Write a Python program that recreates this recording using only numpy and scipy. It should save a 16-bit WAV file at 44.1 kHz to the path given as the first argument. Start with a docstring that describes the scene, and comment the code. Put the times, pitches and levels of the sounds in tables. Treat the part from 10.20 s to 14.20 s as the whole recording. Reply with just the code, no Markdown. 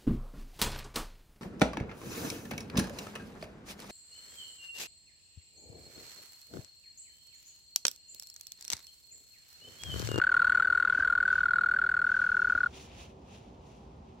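"""A mole cricket churrs from its burrow in a lawn, about forty wing strokes a second, and stops short.
Each stroke is a sine at the tooth rate ringing in wing and horn, with overtones, noisy scrape and echo.
Grass swishes close by as dense random snaps; soft footfalls thud as dying sines in the soil.
Far traffic and air are coloured noise, and a faint hum of narrow noise wavers.
A handheld stereo microphone points down at the burrow."""
import sys
import numpy as np
from scipy import signal
from scipy.fft import rfft, irfft
from scipy.io import wavfile
from scipy.ndimage import uniform_filter1d

SR = 44100
rng = np.random.default_rng(int(sys.argv[2]) if len(sys.argv) > 2 else 0)


def wav_out(sig):
    """Save sig, one row per channel (or a flat mono array), as 16-bit PCM at SR to the path in sys.argv[1]."""
    wavfile.write(sys.argv[1], SR, np.round(np.clip(np.atleast_2d(sig).T, -1, 1) * 32767).astype(np.int16))


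N = 176400  # samples, 4 s


def amp(db):
    """Turn decibels into an amplitude factor."""
    return 10 ** (np.asarray(db) / 20)


def rms_one(x):
    """Scale a signal to an RMS of 1."""
    return x / np.sqrt(np.mean(x ** 2) + 1e-20)


def at_hz(points):
    """Read a curve of (Hz, value) points at every FFT bin, on a log frequency axis."""
    hz, value = np.transpose(points)
    bin_hz = np.arange(N // 2 + 1) * SR / N
    return np.interp(np.log(bin_hz + 1), np.log(hz), value)


def colour(x, spectrum):
    """Shape white noise to a spectrum, keeping its power."""
    gain = amp(at_hz(spectrum))
    return irfft(rfft(x) * gain / np.sqrt(np.mean(gain ** 2)), N)


def drift(rate):
    """Smooth random wander of RMS 1: noise through two equal one-pole low-passes at this rate in Hz."""
    r = np.exp(-2 * np.pi * rate / SR)
    noise = rng.standard_normal(N + SR)
    return rms_one(signal.lfilter([1], [1, -2 * r, r * r], noise)[SR:])  # the filter settles first


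def resonance(x, hz, width_hz):
    """Ring at one frequency: a two-pole band-pass with a peak gain near 1."""
    r = np.exp(-np.pi * width_hz / SR)
    poles = [1, -2 * r * np.cos(2 * np.pi * hz / SR), r * r]
    return signal.lfilter([(1 - r * r) / 2, 0, (r * r - 1) / 2], poles, x)


def stereo(mid, side, pan_db=0):
    """Make left and right from middle and side; pan_db is left over right."""
    return np.array([(mid + side) * amp(pan_db / 2), (mid - side) * amp(-pan_db / 2)])


def scatter(x, t60):
    """A short diffuse echo: convolve with dying noise, partly different in each channel."""
    echo_width = 0.36
    t = np.arange(SR // 5) / SR
    mid, side = rng.standard_normal((2, len(t))) * amp(-60 * t / t60)
    tail = stereo(mid, echo_width * side)
    tail = tail / np.sqrt(np.sum(tail ** 2, axis=1, keepdims=True))
    return signal.fftconvolve(x, tail, axes=1)[:, :N]


def wavering_hum():
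    """Noise through two equal narrow resonances, so that level and pitch waver by chance."""
    hum_hz, width_hz, level_db = 383.6, 11, -64.5
    hum = resonance(rng.standard_normal(N), hum_hz, width_hz)
    hum = resonance(hum, hum_hz, width_hz)
    return amp(level_db) * rms_one(hum)


def far_traffic_and_air():
    """Coloured noise rumbles and slowly changes colour, with independent side noise and the hum on top."""
    # Spectra of middle and side: pitch_hz, density_db (relative, per Hz)
    far_mid_spectrum = [(25, -32), (40, -17), (58, 2), (90, -4), (130, -8), (230, -10.5), (330, -15.5),
                        (500, -10.5), (800, -16.5), (1150, -30.5), (1600, -40), (5000, -44.5),
                        (8000, -55.5), (10000, -69.5), (16000, -71)]
    far_side_spectrum = [(20, -24.5), (70, -12), (140, -11), (350, -3.5), (500, -1.5), (800, 0.5),
                         (1150, -5.5), (1500, -18), (4800, -29), (8000, -36.5), (16000, -46)]
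    # Change of the rumble's colour by the end: pitch_hz, gain_db
    late_colour = [(60, 0), (110, 0.5), (200, 4.5), (330, 2), (550, -7), (1000, 3.5), (2000, 2)]
    # Lean of the middle to the left: pitch_hz, share (negative leans right)
    left_lean = [(100, 0), (400, -0.14), (800, -.12), (1500, 0.013)]
    mid_db, side_db = -52, -61
    flicker_db, flicker_hz = .35, 4
    level = amp(mid_db + flicker_db * drift(flicker_hz))
    rumble = level * colour(rng.standard_normal(N), far_mid_spectrum)
    recoloured = irfft(rfft(rumble) * amp(at_hz(late_colour)), N)
    rumble = rumble + np.arange(N) / N * (recoloured - rumble)  # crossfade over the whole scene
    mid = rumble + wavering_hum()
    side = amp(side_db) * colour(rng.standard_normal(N), far_side_spectrum)
    side = side + irfft(rfft(mid) * at_hz(left_lean), N)
    return stereo(mid, side)


def footfalls():
    """Dull thuds in the soil: each step sets off three dying sines, the lowest building up latest."""
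    # Steps: start_s, level_db, low_delay_s (lag of the lowest mode)
    steps = [(.787, -37, .012), (2.35, -34, .002), (2.859, -50, 0)]
    # Soil modes: pitch_hz, level_db (added to the step's), t60_s, build_up_s
    soil_modes = [(72, 7, .075, 0.014), (275, -3.5, 0.061, 0.001), (640, 2, .02, 0.0013)]
    out = np.zeros(N)
    for start_s, step_db, low_delay_s in steps:
        for hz, mode_db, t60, build_up_s in soil_modes:
            delay_s = low_delay_s * (hz < 100)  # only the lowest mode lags
            t = np.maximum(np.arange(N) / SR - start_s - delay_s, 0)
            envelope = amp(step_db + mode_db - 60 * t / t60) * (1 - np.exp(-(t / build_up_s) ** 2))
            out += envelope * np.sin(2 * np.pi * hz * t)
    return out


def grass_texture():
    """Tiny snaps of blades: random impulses of uneven strength and either sign, blended with noise."""
    # Spectra of middle and side: pitch_hz, density_db (relative, per Hz)
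    grass_mid_spectrum = [(1000, -1), (1600, -7.5), (2560, 3), (3400, -2), (4300, -7), (5000, -9.5),
                          (5800, -6.5), (7200, -11), (8200, -23), (9400, -48.5), (14200, -52.5),
                          (15300, -24.5)]
    grass_side_spectrum = [(1000, -6), (1850, -2), (2400, -13.5), (2800, -0.5), (4700, -11.5), (6500, -7),
                           (10300, -7), (12800, -21.5), (14400, -7), (16000, -11.5)]
    snaps_per_s, spread_db, side_db = 5400, 4.5, -1.5
    struck = rng.random((2, N)) < snaps_per_s / SR
    strength = amp(spread_db * np.minimum(rng.exponential(1, (2, N)), 4))
    snaps = struck * strength * rng.choice([-1, 1], (2, N))
    snaps = rms_one(rms_one(snaps) + rng.standard_normal((2, N)))
    side = amp(side_db) * colour(snaps[1], grass_side_spectrum)
    return stereo(colour(snaps[0], grass_mid_spectrum), side)


def grass():
    """Blade snaps swell and fade with each swish over a faint steady bed, in a dull and a bright band."""
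    # Swishes: peak_s, rise_s, fall_s, level_db, bright_db (extra in the bright band), pan_db (L-R)
    swishes = [(.79, 0.077, 0.047, -60.5, 0.5, 0), (1.14, 0.052, 0.095, -58, -1.5, 1),
               (1.96, 0.09, 0.23, -60.5, 1, 1.5), (2.302, 0.19, 0.31, -64, 1.5, -1.5),
               (2.561, 0.035, 0.051, -55.5, 2.5, 1), (2.609, 0.027, 0.058, -58.5, 6.5, -0.5),
               (2.72, 0.073, 0.046, -59, -5, 1), (2.814, 0.061, 0.051, -56, 1.5, -1.5),
               (2.9, 0.033, 0.035, -68, 0, 1), (3.15, 0.072, 0.053, -61, 0.5, 1),
               (3.23, 0.043, 0.096, -69.5, -3, 0), (3.49, 0.063, 0.15, -69, 2, 1.5),
               (3.89, 0.035, .05, -73.5, -10, -6)]
    split_hz, bed_db = 4500, -76
    flutter_db, flutter_hz = 1.2, 25
    t = np.arange(N) / SR
    texture = grass_texture()
    high = signal.sosfilt(signal.butter(4, split_hz, "high", fs=SR, output="sos"), texture)
    low = signal.sosfilt(signal.butter(4, split_hz, fs=SR, output="sos"), texture)
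    # overlapping swishes add as power
    dull_power, bright_power = np.full((2, 2, N), amp(bed_db) ** 2)
    for peak_s, rise_s, fall_s, level_db, bright_db, pan_db in swishes:
        swell = np.exp(-((t - peak_s) / np.where(t < peak_s, rise_s, fall_s)) ** 2)
        channel_db = level_db + np.array([[pan_db], [-pan_db]]) / 2
        power = swell ** 2 * amp(channel_db) ** 2
        dull_power = dull_power + power
        bright_power = bright_power + power * amp(bright_db) ** 2
    dull_flutter = amp(flutter_db * drift(flutter_hz))
    bright_flutter = amp(flutter_db * drift(flutter_hz))
    return dull_flutter * np.sqrt(dull_power) * low + bright_flutter * np.sqrt(bright_power) * high


def stroke_force(stroke_db, length_s, sag, since, along, jitter_hz):
    """Force of the wing: a shove as the stroke sets off, a sag along it, a quick catch and release."""
    drive_db, shove_db, shove_s, jitter_db = -0.3, 6, .003, .9
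    sag_start, sag_end = .1, .72  # shares of the stroke; the sag goes on at the same slope
    attack_s, attack_from = .0022, .15  # force builds from this share
    release_s, release_lead_s = .0018, .0024  # letting go begins this long before the stroke's end
    shove = shove_db * np.exp(-since / shove_s)
    force = amp(stroke_db + drive_db + shove + jitter_db * drift(jitter_hz))
    force = force * np.maximum(1 - sag * np.maximum(along - sag_start, 0) / (sag_end - sag_start), 0)
    attack = 1 - (1 - attack_from) * np.maximum(1 - since / attack_s, 0)
    release = np.clip((length_s + release_s - release_lead_s - since) / release_s, 0, 1)
    return force * attack * release


def tooth_phase(stroke_hz, along, jitter_hz):
    """Phase of the passing teeth: their rate starts a little high, jitters and slows late in the stroke."""
    slowing_hz, slow_from, rate_jitter_hz = 110, .72, 22
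    slowing = np.clip((along - slow_from) / (1 - slow_from), 0, 1)
    rate = stroke_hz + slowing_hz * (.06 - slowing) + rate_jitter_hz * drift(jitter_hz)
    return 2 * np.pi * np.cumsum(rate) / SR


def wing_tone(force, phase, stroke_hz, since):
    """The teeth drive the wing resonance, which rings on through the broad horn of the burrow."""
    # Sway of the microphone: time_s, pan_db (L-R)
    sway = [(0.0, 1.5), (0.13, 0.5), (0.45, 2.5), (0.74, 2), (0.81, 1.0), (1.77, 0.5), (1.9, 1.5),
            (2.48, 1.5), (2.5, 2)]
    wing_hz, wing_width_hz, horn_hz, horn_width_hz = 1405, 270, 1150, 1600
    catch_hz, catch_s = 220, 0.0015  # the first teeth catch this much faster, then the extra dies away
    catch = 2 * np.pi * catch_hz * catch_s * np.exp(-since / catch_s)
    detuned = np.hypot(1, 2 * (stroke_hz - wing_hz) / wing_width_hz)  # off-pitch strokes push harder
    wing = resonance(detuned * force * np.sin(phase - catch), wing_hz, wing_width_hz)
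    tone = resonance(wing, horn_hz, horn_width_hz)
    return stereo(tone, 0, np.interp(np.arange(N) / SR, *np.transpose(sway)))


def wing_overtones(soft_force, phase, stroke_hz):
    """Faint multiples of the tooth rate, each ringing in a resonance of its own."""
    # Overtones: multiple, level_db (against the force), slope_db_per_hz (of tooth rate),
    # pan_db (L-R), resonance_hz, width_hz
    overtones = [(2, -44, 0.04, -8, 2900, 1200), (3, -31.5, 0, -3, 4300, 420)]
    mean_rate_hz = 1460
    out = np.zeros((2, N))
    for multiple, level_db, slope, pan_db, ring_hz, width_hz in overtones:
        drive = amp(level_db + slope * (stroke_hz - mean_rate_hz)) * soft_force
        out += stereo(resonance(drive * np.sin(multiple * phase), ring_hz, width_hz), 0, pan_db)
    return out


def wing_scrape(soft_force, stroke, stroke_count, since):
    """The rub of the teeth: coloured noise that follows the force, with a sharp bite at the catch."""
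    # Spectra of middle and side: pitch_hz, density_db (relative, per Hz)
    scrape_mid_spectrum = [(300, -16), (600, -13.5), (1100, 13), (1800, 10.5), (2550, -2.5), (3300, -1.5),
                           (4000, -4), (4550, -6), (4900, -33.5), (6000, -15), (7700, -16), (8700, -20),
                           (9400, -47.5), (13500, -50), (15200, -23)]
    scrape_side_spectrum = [(500, -10.5), (1800, -5.5), (2330, -15), (3350, -0.5), (4400, -4.5),
                            (5400, -19.5), (5900, -19.5), (7700, 1), (9300, -15), (13200, -23.5),
                            (15100, -7)]
    level_db, side_db, pan_db = -26.5, -11.5, -0.92
    bite_db, bite_s, spread_db = 14, 0.002, 1  # the spread is from stroke to stroke
    lock = 0.75  # part of the side noise that is the middle, a quarter cycle apart
    bite = bite_db * np.exp(-since / bite_s)
    uneven = rng.normal(0, spread_db, stroke_count)[stroke]
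    rub = soft_force * amp(level_db + bite + uneven)
    mid_noise, free_noise = rng.standard_normal((2, N))
    quarter_cycle = irfft(1j * rfft(mid_noise), N)
    side_noise = lock * quarter_cycle + np.sqrt(1 - lock ** 2) * free_noise
    side = amp(side_db) * colour(rub * side_noise, scrape_side_spectrum)
    return stereo(colour(rub * mid_noise, scrape_mid_spectrum), side, pan_db)


def mole_cricket():
    """Each stroke drags a row of teeth over the scraper: tone, overtones, scrape and their echoes."""
    # Wing strokes: start_s, level_db (of the force, before shove and drive), tooth_rate_hz (nominal),
    # length_ms, sag (share of force lost by 72 % of the stroke; negative grows)
    strokes = [(-0.0105, -8.5, 1475, 13.27, 0.069), (0.0158, -15, 1481, 12.6, 0.42),
               (0.038, -19, 1485, 13, 0.055), (0.0671, -19.5, 1500, 11.4, -0.41),
               (0.0913, -19.5, 1516, 11.3, -0.022), (0.1161, -18.5, 1442, 12.4, -0.21),
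               (0.1412, -16.5, 1397, 11.3, 0.11), (0.1659, -16.5, 1440, 12.8, -0.056),
               (0.1932, -20.5, 1472, 12.5, -0.65), (0.2185, -14, 1396, 17.3, 0.89),
               (0.245, -15.5, 1448, 13.8, 0.59), (0.269, -19.5, 1467, 13.3, -0.41),
               (0.296, -15.5, 1414, 11, 0.1), (0.3203, -17, 1478, 13.3, 0.28),
               (0.347, -18, 1448, 13.4, -0.08), (0.3726, -17.5, 1462, 12.6, 0.26),
               (0.3979, -16.5, 1382, 11.8, 0.28), (0.4229, -16.5, 1474, 13.4, 0.43),
               (0.4468, -20.5, 1488, 13.2, -0.18), (0.472, -18, 1451, 14, 0.22),
               (0.5, -16.5, 1447, 11.9, 0.48), (0.5245, -17, 1405, 10.8, 0.17),
               (0.549, -18, 1441, 12.4, 0.2), (0.5744, -16.5, 1455, 15, 0.73),
               (0.5992, -17.5, 1403, 13.6, 0.62), (0.6246, -16.5, 1446, 11.2, 0.58),
               (0.6495, -15, 1390, 8.6, 0.46), (0.6737, -20, 1482, 11.6, 0.04),
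               (0.698, -16, 1431, 11.8, 0.55), (0.7237, -20, 1480, 11.6, -0.02),
               (0.748, -17.5, 1461, 14.7, 0.64), (0.773, -24, 1532, 12.7, -0.57),
               (0.798, -22.5, 1532, 13.5, -0.24), (0.8233, -21, 1539, 13.8, -0.073),
               (0.8478, -19, 1429, 15.8, 0.35), (0.8742, -16.5, 1463, 13.4, 0.44),
               (0.8993, -18, 1403, 13.5, 0.41), (0.9243, -17.5, 1420, 14.6, 0.42),
               (0.9518, -17, 1443, 15.7, 0.78), (0.976, -18.5, 1431, 11.7, -0.0075),
               (1.0023, -19, 1480, 11.5, 0.037), (1.0268, -16, 1420, 14.9, 0.78),
               (1.0531, -19, 1523, 12.2, 0.15), (1.078, -19, 1478, 14.4, 0.13),
               (1.1024, -19.5, 1487, 15.8, 0.14), (1.1272, -17, 1440, 15.6, 0.46),
               (1.1543, -18.8, 1490, 12.7, 0.37), (1.179, -22, 1478, 13.9, -0.49),
               (1.2049, -20, 1454, 13.7, 0.21), (1.2319, -17, 1447, 12.4, 0.39),
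               (1.2558, -16, 1407, 14.4, 0.59), (1.2834, -19.5, 1452, 14.2, 0.49),
               (1.3072, -18, 1420, 13.9, 0.48), (1.3341, -16, 1426, 11, 0.52),
               (1.3577, -18, 1435, 14.4, 0.37), (1.3839, -16, 1378, 10.2, 0.4),
               (1.41, -18.5, 1422, 20.3, 0.97), (1.4349, -17.5, 1401, 12.7, 0.31),
               (1.46, -18, 1449, 16, 0.5), (1.487, -18, 1439, 14.2, 0.46), (1.513, -17, 1451, 16, 0.76),
               (1.537, -21, 1483, 13.1, -0.13), (1.563, -21.5, 1533, 12.2, -0.18),
               (1.5877, -18, 1408, 14, 0.56), (1.6153, -20.5, 1482, 12.2, -0.025),
               (1.6387, -19, 1431, 13.65, 0.27), (1.6637, -20, 1432, 12.9, 0.33),
               (1.69, -18, 1474, 11.8, 0.4), (1.7147, -18.8, 1450, 13.3, 0.49),
               (1.7402, -19, 1446, 13.3, 0.35), (1.7662, -22, 1436, 12.5, -0.22),
               (1.7909, -19, 1437, 15.1, 0.51), (1.816, -18.5, 1424, 13.6, 0.58),
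               (1.8412, -20, 1450, 12.2, 0.049), (1.8663, -19, 1460, 14.2, 0.38),
               (1.891, -20.5, 1471, 13.8, -0.1), (1.916, -19.5, 1463, 14, 0.33),
               (1.941, -21, 1507, 14.3, 0.057), (1.9653, -19.5, 1464, 14.8, 0.23),
               (1.99, -23, 1454, 13.7, -0.47), (2.016, -19.5, 1465, 16.5, 0.37),
               (2.0399, -19.5, 1431, 15, 0.43), (2.0639, -20, 1459, 14.1, 0.24),
               (2.09, -19.5, 1435, 14.3, 0.35), (2.1167, -19.3, 1453, 14.1, 0.22),
               (2.143, -21.5, 1465, 12.3, -0.21), (2.1674, -19.5, 1458, 12.8, 0.17),
               (2.192, -19.5, 1428, 13.3, 0.36), (2.2181, -19, 1461, 12.7, -0.001),
               (2.2449, -19.5, 1428, 14.3, 0.14), (2.2713, -20, 1465, 14.1, 0.26),
               (2.2976, -17.5, 1438, 13, 0.36), (2.322, -17.5, 1437, 13.5, 0.53),
               (2.3501, -19.5, 1413, 13.3, 0.2), (2.3759, -19.5, 1436, 14.4, 0.27),
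               (2.4044, -18.5, 1439, 14.4, 0.41), (2.4324, -18.5, 1428, 14.2, 0.29),
               (2.46, -20, 1426, 12.3, 0.21)]
    creep_s = .0006  # the wing touches this long before the listed start
    jitter_hz = 280  # speed of the jitter in force and tooth rate
    treble_fade_db_per_s = 2.5  # overtones and scrape dull as the microphone draws back
    tone_echo_db, tone_echo_t60_s = -23, .08  # scattered back by soil and grass
    scrape_echo_db, scrape_echo_t60_s = -7, 0.19
    start, level_db, hz, length_ms, sag = np.transpose(strokes)
    start = start - creep_s
    t = np.arange(N) / SR
    stroke = np.searchsorted(start, t, side="right") - 1  # latest stroke at each sample
    since = t - start[stroke]
    along = since * 1e3 / length_ms[stroke]  # 0 to 1 over the stroke
    stroke_hz = hz[stroke]
    force = stroke_force(level_db[stroke], length_ms[stroke] / 1e3, sag[stroke], since, along, jitter_hz)
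    phase = tooth_phase(stroke_hz, along, jitter_hz)
    phase = phase + rng.uniform(0, 2 * np.pi, len(start))[stroke]  # each stroke starts anywhere
    soft_force = uniform_filter1d(force, size=40) * amp(-treble_fade_db_per_s * t)
    tone = wing_tone(force, phase, stroke_hz, since)
    overtones = wing_overtones(soft_force, phase, stroke_hz)
    scrape = wing_scrape(soft_force, stroke, len(start), since)
    tone_echo = amp(tone_echo_db) * scatter(tone, tone_echo_t60_s)
    scrape_echo = amp(scrape_echo_db) * scatter(scrape, scrape_echo_t60_s)
    return tone + overtones + scrape + tone_echo + scrape_echo


def scene():
    """Mix the background, the thuds, the lawn and the cricket."""
    return far_traffic_and_air() + footfalls() + grass() + mole_cricket()


def record(dry):
    """Cut the top with a steep elliptic low-pass."""
    cutoff_hz = 15750
    return signal.sosfilt(signal.ellip(12, .5, 70, cutoff_hz, fs=SR, output="sos"), dry)


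dry = scene()
out = record(dry)
wav_out(out)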